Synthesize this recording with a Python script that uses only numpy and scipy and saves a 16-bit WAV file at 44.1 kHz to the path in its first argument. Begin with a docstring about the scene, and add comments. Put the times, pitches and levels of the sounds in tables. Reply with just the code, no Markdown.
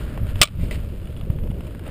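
"""On a dirt trail, a mountain bike rolls downhill, heard from a camera in a case on the rider.
Wind and jolts rumble on the case, the tyres hum and crunch over grit, and small parts tick.
One hard, chattering knock sets the bike ringing and overloads the microphone, so the camera briefly
turns its volume down. A softer knock and a short skid on gravel follow."""
import sys
import numpy as np
from scipy import signal
from scipy.fft import rfft, irfft, next_fast_len
from scipy.io import wavfile
from scipy.ndimage import uniform_filter1d

SR = 44100
rng = np.random.default_rng(int(sys.argv[2]) if len(sys.argv) > 2 else 0)


def int16_out(signal):
    """Quantize to a 16-bit WAV file."""
    q = np.round(np.clip(np.atleast_2d(signal).T, -1, 1) * 32767)
    wavfile.write(sys.argv[1], SR, q.astype(np.int16))


N = 83790
TIME = np.arange(N) / SR

# How loud each steady sound is as the ride goes on. 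Each row: time in seconds, level in dB.
WIND_LEVELS = [(0, -27), (.15, -29.5), (.24, -24), (.4, -25), (.5, -28), (.62, -21), (.7, -26), (.78, -25),
               (.93, -29), (1.03, -29.5), (1.18, -30.5), (1.33, -28.5), (1.45, -24), (1.62, -29.5),
               (1.78, -33), (1.9, -31)]  # wind and shaking on the case
DRONE_LEVELS = [(0, -37), (.4, -40.5), (.52, -46.5), (.63, -36), (.74, -36), (.85, -43), (1.0, -38),
                (1.12, -43.5), (1.25, -38.5), (1.55, -37), (1.75, -39.5), (1.9, -37)]  # the hum of rolling tyres
GRIT_LEVELS = [(0, -45.5), (.14, -50), (.24, -52), (.3, -44), (.34, -52), (.4, -42), (.52, -48),
               (.6, -54.5), (.69, -48.5), (.78, -48), (.86, -51.5), (1.0, -52.5), (1.27, -54), (1.5, -56.5),
               (1.65, -51.5), (1.81, -55.5), (1.87, -52)]  # grit being crushed
DIRT_LEVELS = [(0, -47), (.15, -46.5), (.27, -50.5), (.4, -49.5), (.5, -68), (1.55, -61.5), (1.8, -57),
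               (1.88, -45)]  # the duller rush of soft dirt
# The tone of each noise, from bass to treble. Each row: frequency in Hz, relative strength in dB.
WIND_TONE = [(12, -1.5), (25, 4), (45, 3), (75, 2.5), (110, -4), (160, -8), (250, -19), (400, -38.5),
             (800, -58), (2000, -107)]
SIZZLE_TONE = [(9000, -47), (11100, -13), (11600, -3.5), (12100, 2), (12500, -6), (13000, -33),
               (15000, -43)]
DRONE_TONE = [(60, -5.5), (180, 4), (300, 0), (450, -3), (620, -5), (800, -25.5), (1050, -26.5),
              (2000, -65), (5000, -51)]
GRIT_TONE = [(200, 1.5), (700, 1), (1400, 2.5), (2000, -2), (2900, 0.5), (4000, -8.5), (5200, -12.5),
             (5850, -28), (6250, -22.5), (6900, -13.5), (8000, -14.5), (9200, -8.5), (11000, -16),
             (13000, -15), (15000, -12), (16000, -31.5)]
DIRT_TONE = [(250, -12), (520, 11), (850, -5.5), (1400, 4), (2400, -7.5), (3500, -17), (6000, -39)]
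SKID_TONE = [(200, 6.5), (600, 3), (900, -4), (1600, -3.5), (2200, 3.5), (3100, -1), (4600, -8),
             (5400, -13.5), (5850, -36), (6250, -22), (6900, -13.5), (9500, -8), (11000, -23), (12800, -21),
             (14800, -10), (16000, -26)]
TICK_TONE = [(300, 7.5), (700, 10.5), (1100, 8), (2000, 2), (3000, 1), (4200, -14.5), (5200, -11.5),
             (5850, -34), (6250, -35), (6900, -17.5), (9200, -8.5), (11000, -14), (13000, -14),
             (15000, -10), (16000, -14)]
CRACK_TONE = [(100, -6.5), (350, -13.5), (600, -8), (850, -15.5), (1220, -4.5), (1750, -11), (2300, -0.5),
              (3400, 0), (4600, -8.5), (5400, -7.5), (6000, -18), (6800, -10.5), (8700, -3), (10500, -22),
              (12200, -36), (14000, -20.5), (15000, -8), (16000, -18)]
# Jolts that thump the case. Each row: time of the peak in seconds, level in dB, width in seconds.
CASE_JOLTS = [(0.051, -21, .006), (0.217, -15, .002), (.234, -13, 0.0047), (0.3593, -13.5, 0.0036),
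              (0.412, -9, 0.0031), (0.4159, -3, 0.00041), (.592, -21.5, 0.0029), (0.633, -14.5, 0.0024),
              (0.7765, -15, 0.0029), (1.235, -17, 0.0026), (1.303, -6, 0.0032), (1.36, -22, 0.0021),
              (1.415, -18, 0.0061), (1.429, -13, 0.0039), (1.503, -14.5, 0.0021)]
# Tyre scrapes. Each row: start in seconds, level in dB, seconds to swell, seconds until the fade begins.
TYRE_SKIDS = [(0.558, -43.5, 0.092, 0.099), (0.715, -39, 0.0011, 0.043), (1.838, -50, 0.028, 0.051)]
# Ticks of cables, chain and flung stones. Each row: start in seconds, level in dB, metal share (0 to 1).
SMALL_TICKS = [(0.176, -31, 0.1), (0.269, -36, 0.07), (0.3573, -29, 0.32), (0.596, -41.5, 0.3),
               (1.056, -42, 0.75), (1.073, -32.5, 0.7), (1.125, -44, 0.3), (1.1659, -39.5, 0.82),
               (1.173, -38, .8), (1.191, -49, 0.8), (1.198, -48, 0.6), (1.2117, -36, 0.6),
               (1.3014, -36.5, 0), (1.322, -44.5, 0.4), (1.363, -46, 0.35), (1.387, -39.5, 0),
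               (1.437, -43, 0.22), (1.4735, -39.5, 0.01), (1.507, -41, 0.86), (1.514, -37.5, 0.1),
               (1.543, -47, .9), (1.607, -35, 0.13), (1.6475, -42, 0), (1.6683, -35.5, 0.04),
               (1.677, -52, 0.2), (1.7085, -41, 0.36), (1.7485, -37, 0), (1.7937, -35, 0),
               (1.8367, -38.5, 0), (1.8654, -35, 0), (1.878, -32, .1)]
# The quick hits that make up the hard knock. Each row: start in seconds, relative level in dB,
# frequency in Hz above which the hit gets duller.
HARD_HITS = [(0.4149, -1, 20000), (.4160, -0.5, 15900), (.4180, 2, 7000), (0.4196, -3, 6020),
             (0.4218, -3, 12000), (.4250, -3, 8000), (0.429, 1, 12000), (0.4326, 3, 8000),
             (.4420, -15.5, 5000), (.4535, -22, 7000), (0.4561, -25.5, 7000), (0.4637, -37.5, 5000),
             (0.4734, -25, 2000), (0.484, -29.5, 1200)]
# The notes that struck parts ring with. Each row: pitch in Hz, relative level in dB,
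# seconds to fade by 60 dB.
TICK_NOTES = [(2927, -5, 0.023), (3050, -12, 0.015), (3340, -10, 0.031), (9030, -13, 0.018)]
SOFT_KNOCK_NOTES = [(606, -28.5, 0.064), (2010, -29.5, 0.056), (2620, -34.5, 0.03), (3090, -37, 0.032)]
HARD_KNOCK_NOTES = [(626, -18, 0.046), (1177, -10.5, 0.044), (1252, -19, 0.032), (2284, -12, 0.046),
                    (2423, -12.5, 0.031), (2840, -19, 0.017), (3043, -9.5, .035), (3395, -6, 0.032),
                    (3780, -12.5, 0.037), (3890, -8.5, .026), (4300, -13, .03), (5450, -10, 0.011),
                    (6290, -22.5, 0.02), (8780, -14, 0.028), (9000, -20, .024)]


def from_db(db):
    """Turn decibels into a number to multiply by."""
    return 10 ** (np.asarray(db) / 20)


def unit_power(x):
    """Scale a signal so that its average power is 1."""
    return x / np.sqrt(np.mean(x ** 2) + 1e-20)


def level(points):
    """A volume curve drawn through (seconds, dB) points."""
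    return from_db(np.interp(TIME, *np.transpose(points)))


def colour(x, tone):
    """Filter a sound by a tone table; plain white noise keeps its power."""
    size = 2 * next_fast_len(N)
    hz, db = np.transpose(tone)
    all_hz = np.arange(size // 2 + 1) * SR / size
    gain = unit_power(from_db(np.interp(np.log(all_hz + 1), np.log(hz), db)))
    # these steps keep the filter from sounding before its input does
    cepstrum = irfft(np.log(gain))
    cepstrum[1:size // 2] *= 2
    cepstrum[size // 2 + 1:] = 0
    return irfft(rfft(x, size) * np.exp(rfft(cepstrum)))[:N]


def soften(x, hz):
    """Gently turn down everything above hz."""
    r = np.exp(-2 * np.pi * hz / SR)
    return signal.lfilter([1 - r], [1, -r], x + 1e-18)


def ring(clicks, hz, fade_s):
    """Each click starts a pure note that fades by 60 dB in fade_s seconds."""
    r = np.exp(-np.log(1000) / (fade_s * SR))
    w = 2 * np.pi * hz / SR
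    return signal.lfilter([0, np.sin(w)], [1, -2 * r * np.cos(w), r * r], clicks + 1e-18)


def burst(start, fade_s, hold_s=0):
    """A volume curve that jumps up, holds, then fades by 60 dB in fade_s seconds."""
    return (TIME >= start) * np.exp(-np.log(1000) * np.clip((TIME - start - hold_s) / fade_s, 0, 10))


def grains(snaps_per_s=900, spread_db=3, snap_share=0.54):
    """Bits of grit snap at random, some louder than others, over a fine hiss."""
    sizes = from_db(spread_db * np.minimum(rng.exponential(1, N), 4)) * rng.choice([-1, 1], N)
    snaps = unit_power(sizes * (rng.random(N) < snaps_per_s / SR))
    return np.sqrt(snap_share) * snaps + np.sqrt(1 - snap_share) * rng.standard_normal(N)


def case_rumble():
    """Wind and jolts push on the case; a thin sizzle swells along with the rumble."""
    wind = colour(rng.standard_normal(N), WIND_TONE)
    wind = wind - soften(wind, hz=12.9)  # take out the slowest drift
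    wind_strength = np.sqrt(uniform_filter1d(wind ** 2, size=2000))
    rumble = level(WIND_LEVELS) * wind / wind_strength
    for peak_s, db, width_s in CASE_JOLTS:
        spread = ((TIME - peak_s) / width_s) ** 2
        rumble += from_db(db) * (1 - spread) * np.exp(-np.minimum(spread, 50))
    swell = soften(np.abs(rumble), hz=60)
    sizzle = swell * colour(rng.standard_normal(N), SIZZLE_TONE)
    return rumble + from_db(-37) * sizzle


def tyres(bump_hz=25, wobble_db=2):
    """Tyres hum unevenly on rough ground, crunch grit, rush over dirt and briefly skid."""
    bumps = unit_power(soften(soften(rng.standard_normal(N), bump_hz), bump_hz))
    wobble = unit_power(from_db(wobble_db * bumps))
    drone = level(DRONE_LEVELS) * colour(wobble * rng.standard_normal(N), DRONE_TONE)
    grit = colour(level(GRIT_LEVELS) * grains(), GRIT_TONE)
    dirt = colour(level(DIRT_LEVELS) * grains(), DIRT_TONE)
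    slip = np.zeros(N)
    for start, db, swell_s, hold_s in TYRE_SKIDS:
        swell = np.clip((TIME - start) / swell_s, 0, 1)
        slip += from_db(db) * swell * burst(start, fade_s=0.088, hold_s=hold_s)
    skids = colour(slip * grains(), SKID_TONE)
    return drone + grit + dirt + skids


def ticks():
    """Tiny rattles that die at once: stones give a dry snap, metal parts ring."""
    snaps, clicks = np.zeros(N), np.zeros(N)
    for start, db, metal in SMALL_TICKS:
        snaps += from_db(db) * np.sqrt(1 - metal) * burst(start, fade_s=0.023)
        clicks[int(start * SR)] = from_db(db) * np.sqrt(metal)
    ringing = np.zeros(N)
    for hz, db, fade_s in TICK_NOTES:
        uneven_clicks = clicks * from_db(rng.normal(0, 4.4, N))
        ringing += from_db(db) * ring(uneven_clicks, hz, fade_s)
    return colour(snaps * rng.standard_normal(N), TICK_TONE) + ringing


def soft_knock(start=0.7106):
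    """A lighter hit just before the loudest skid: a brief crack and a few ringing notes."""
    click = np.zeros(N)
    click[int(start * SR)] = 1
    crack = colour(burst(start, fade_s=0.031) * rng.standard_normal(N), SKID_TONE)
    ringing = sum(from_db(db) * ring(click, hz, fade_s) for hz, db, fade_s in SOFT_KNOCK_NOTES)
    return from_db(-27) * crack + ringing


def hard_knock(crack_db=6.5, ring_db=2):
    """A quick run of hard hits: each one cracks and sets all the bike's notes ringing."""
    cracks = np.zeros(N)
    for start, db, bright_hz in HARD_HITS:
        crack = from_db(db) * burst(start, fade_s=0.02) * rng.standard_normal(N)
        cracks += soften(crack, bright_hz)
    starts, hit_db, bright_hz = np.transpose(HARD_HITS)
    ringing = np.zeros(N)
    for hz, note_db, fade_s in HARD_KNOCK_NOTES:
        strength = from_db(ring_db + hit_db + note_db + rng.normal(0, 0.67, len(starts)))
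        strength /= np.hypot(1, hz / bright_hz)  # dull hits ring the high notes less
        clicks = np.zeros(N)
        clicks[(starts * SR).astype(int)] = strength * rng.choice([-1, 1], len(starts))
        ringing += ring(clicks, hz, fade_s)
    return from_db(crack_db) * colour(cracks, CRACK_TONE) + ringing


def scene():
    """Add up all the sounds; left and right are almost alike."""
    middle = case_rumble() + tyres() + ticks() + hard_knock() + soft_knock()
    side = from_db(-51.5) * (case_rumble() + tyres())
    return np.array([middle + side, middle - side])


def record(dry, limit_db=3, attack_s=0.0018, recover_db_per_s=76.5, top_hz=15050):
    """The camera turns down for loud peaks, chops off what is still too big and cuts the top treble."""
    peak_db = 20 * np.log10(np.abs(dry).max(axis=0) + 1e-9)
    over_db = np.maximum(peak_db - limit_db, 0)
    recovery_db = recover_db_per_s * TIME
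    held_db = np.maximum.accumulate(over_db + recovery_db) - recovery_db  # the volume creeps back
    smooth_db = soften(held_db, 1 / (2 * np.pi * attack_s))
    cut_db = np.interp(TIME + attack_s, TIME, smooth_db)  # act just ahead of the peak
    clipped = np.clip(dry * from_db(-cut_db), -1, 1)
    treble_cut = signal.ellip(10, 0.2, 70, top_hz, fs=SR, output="sos")
    return signal.sosfilt(treble_cut, clipped)


dry = scene()
out = record(dry)
int16_out(out)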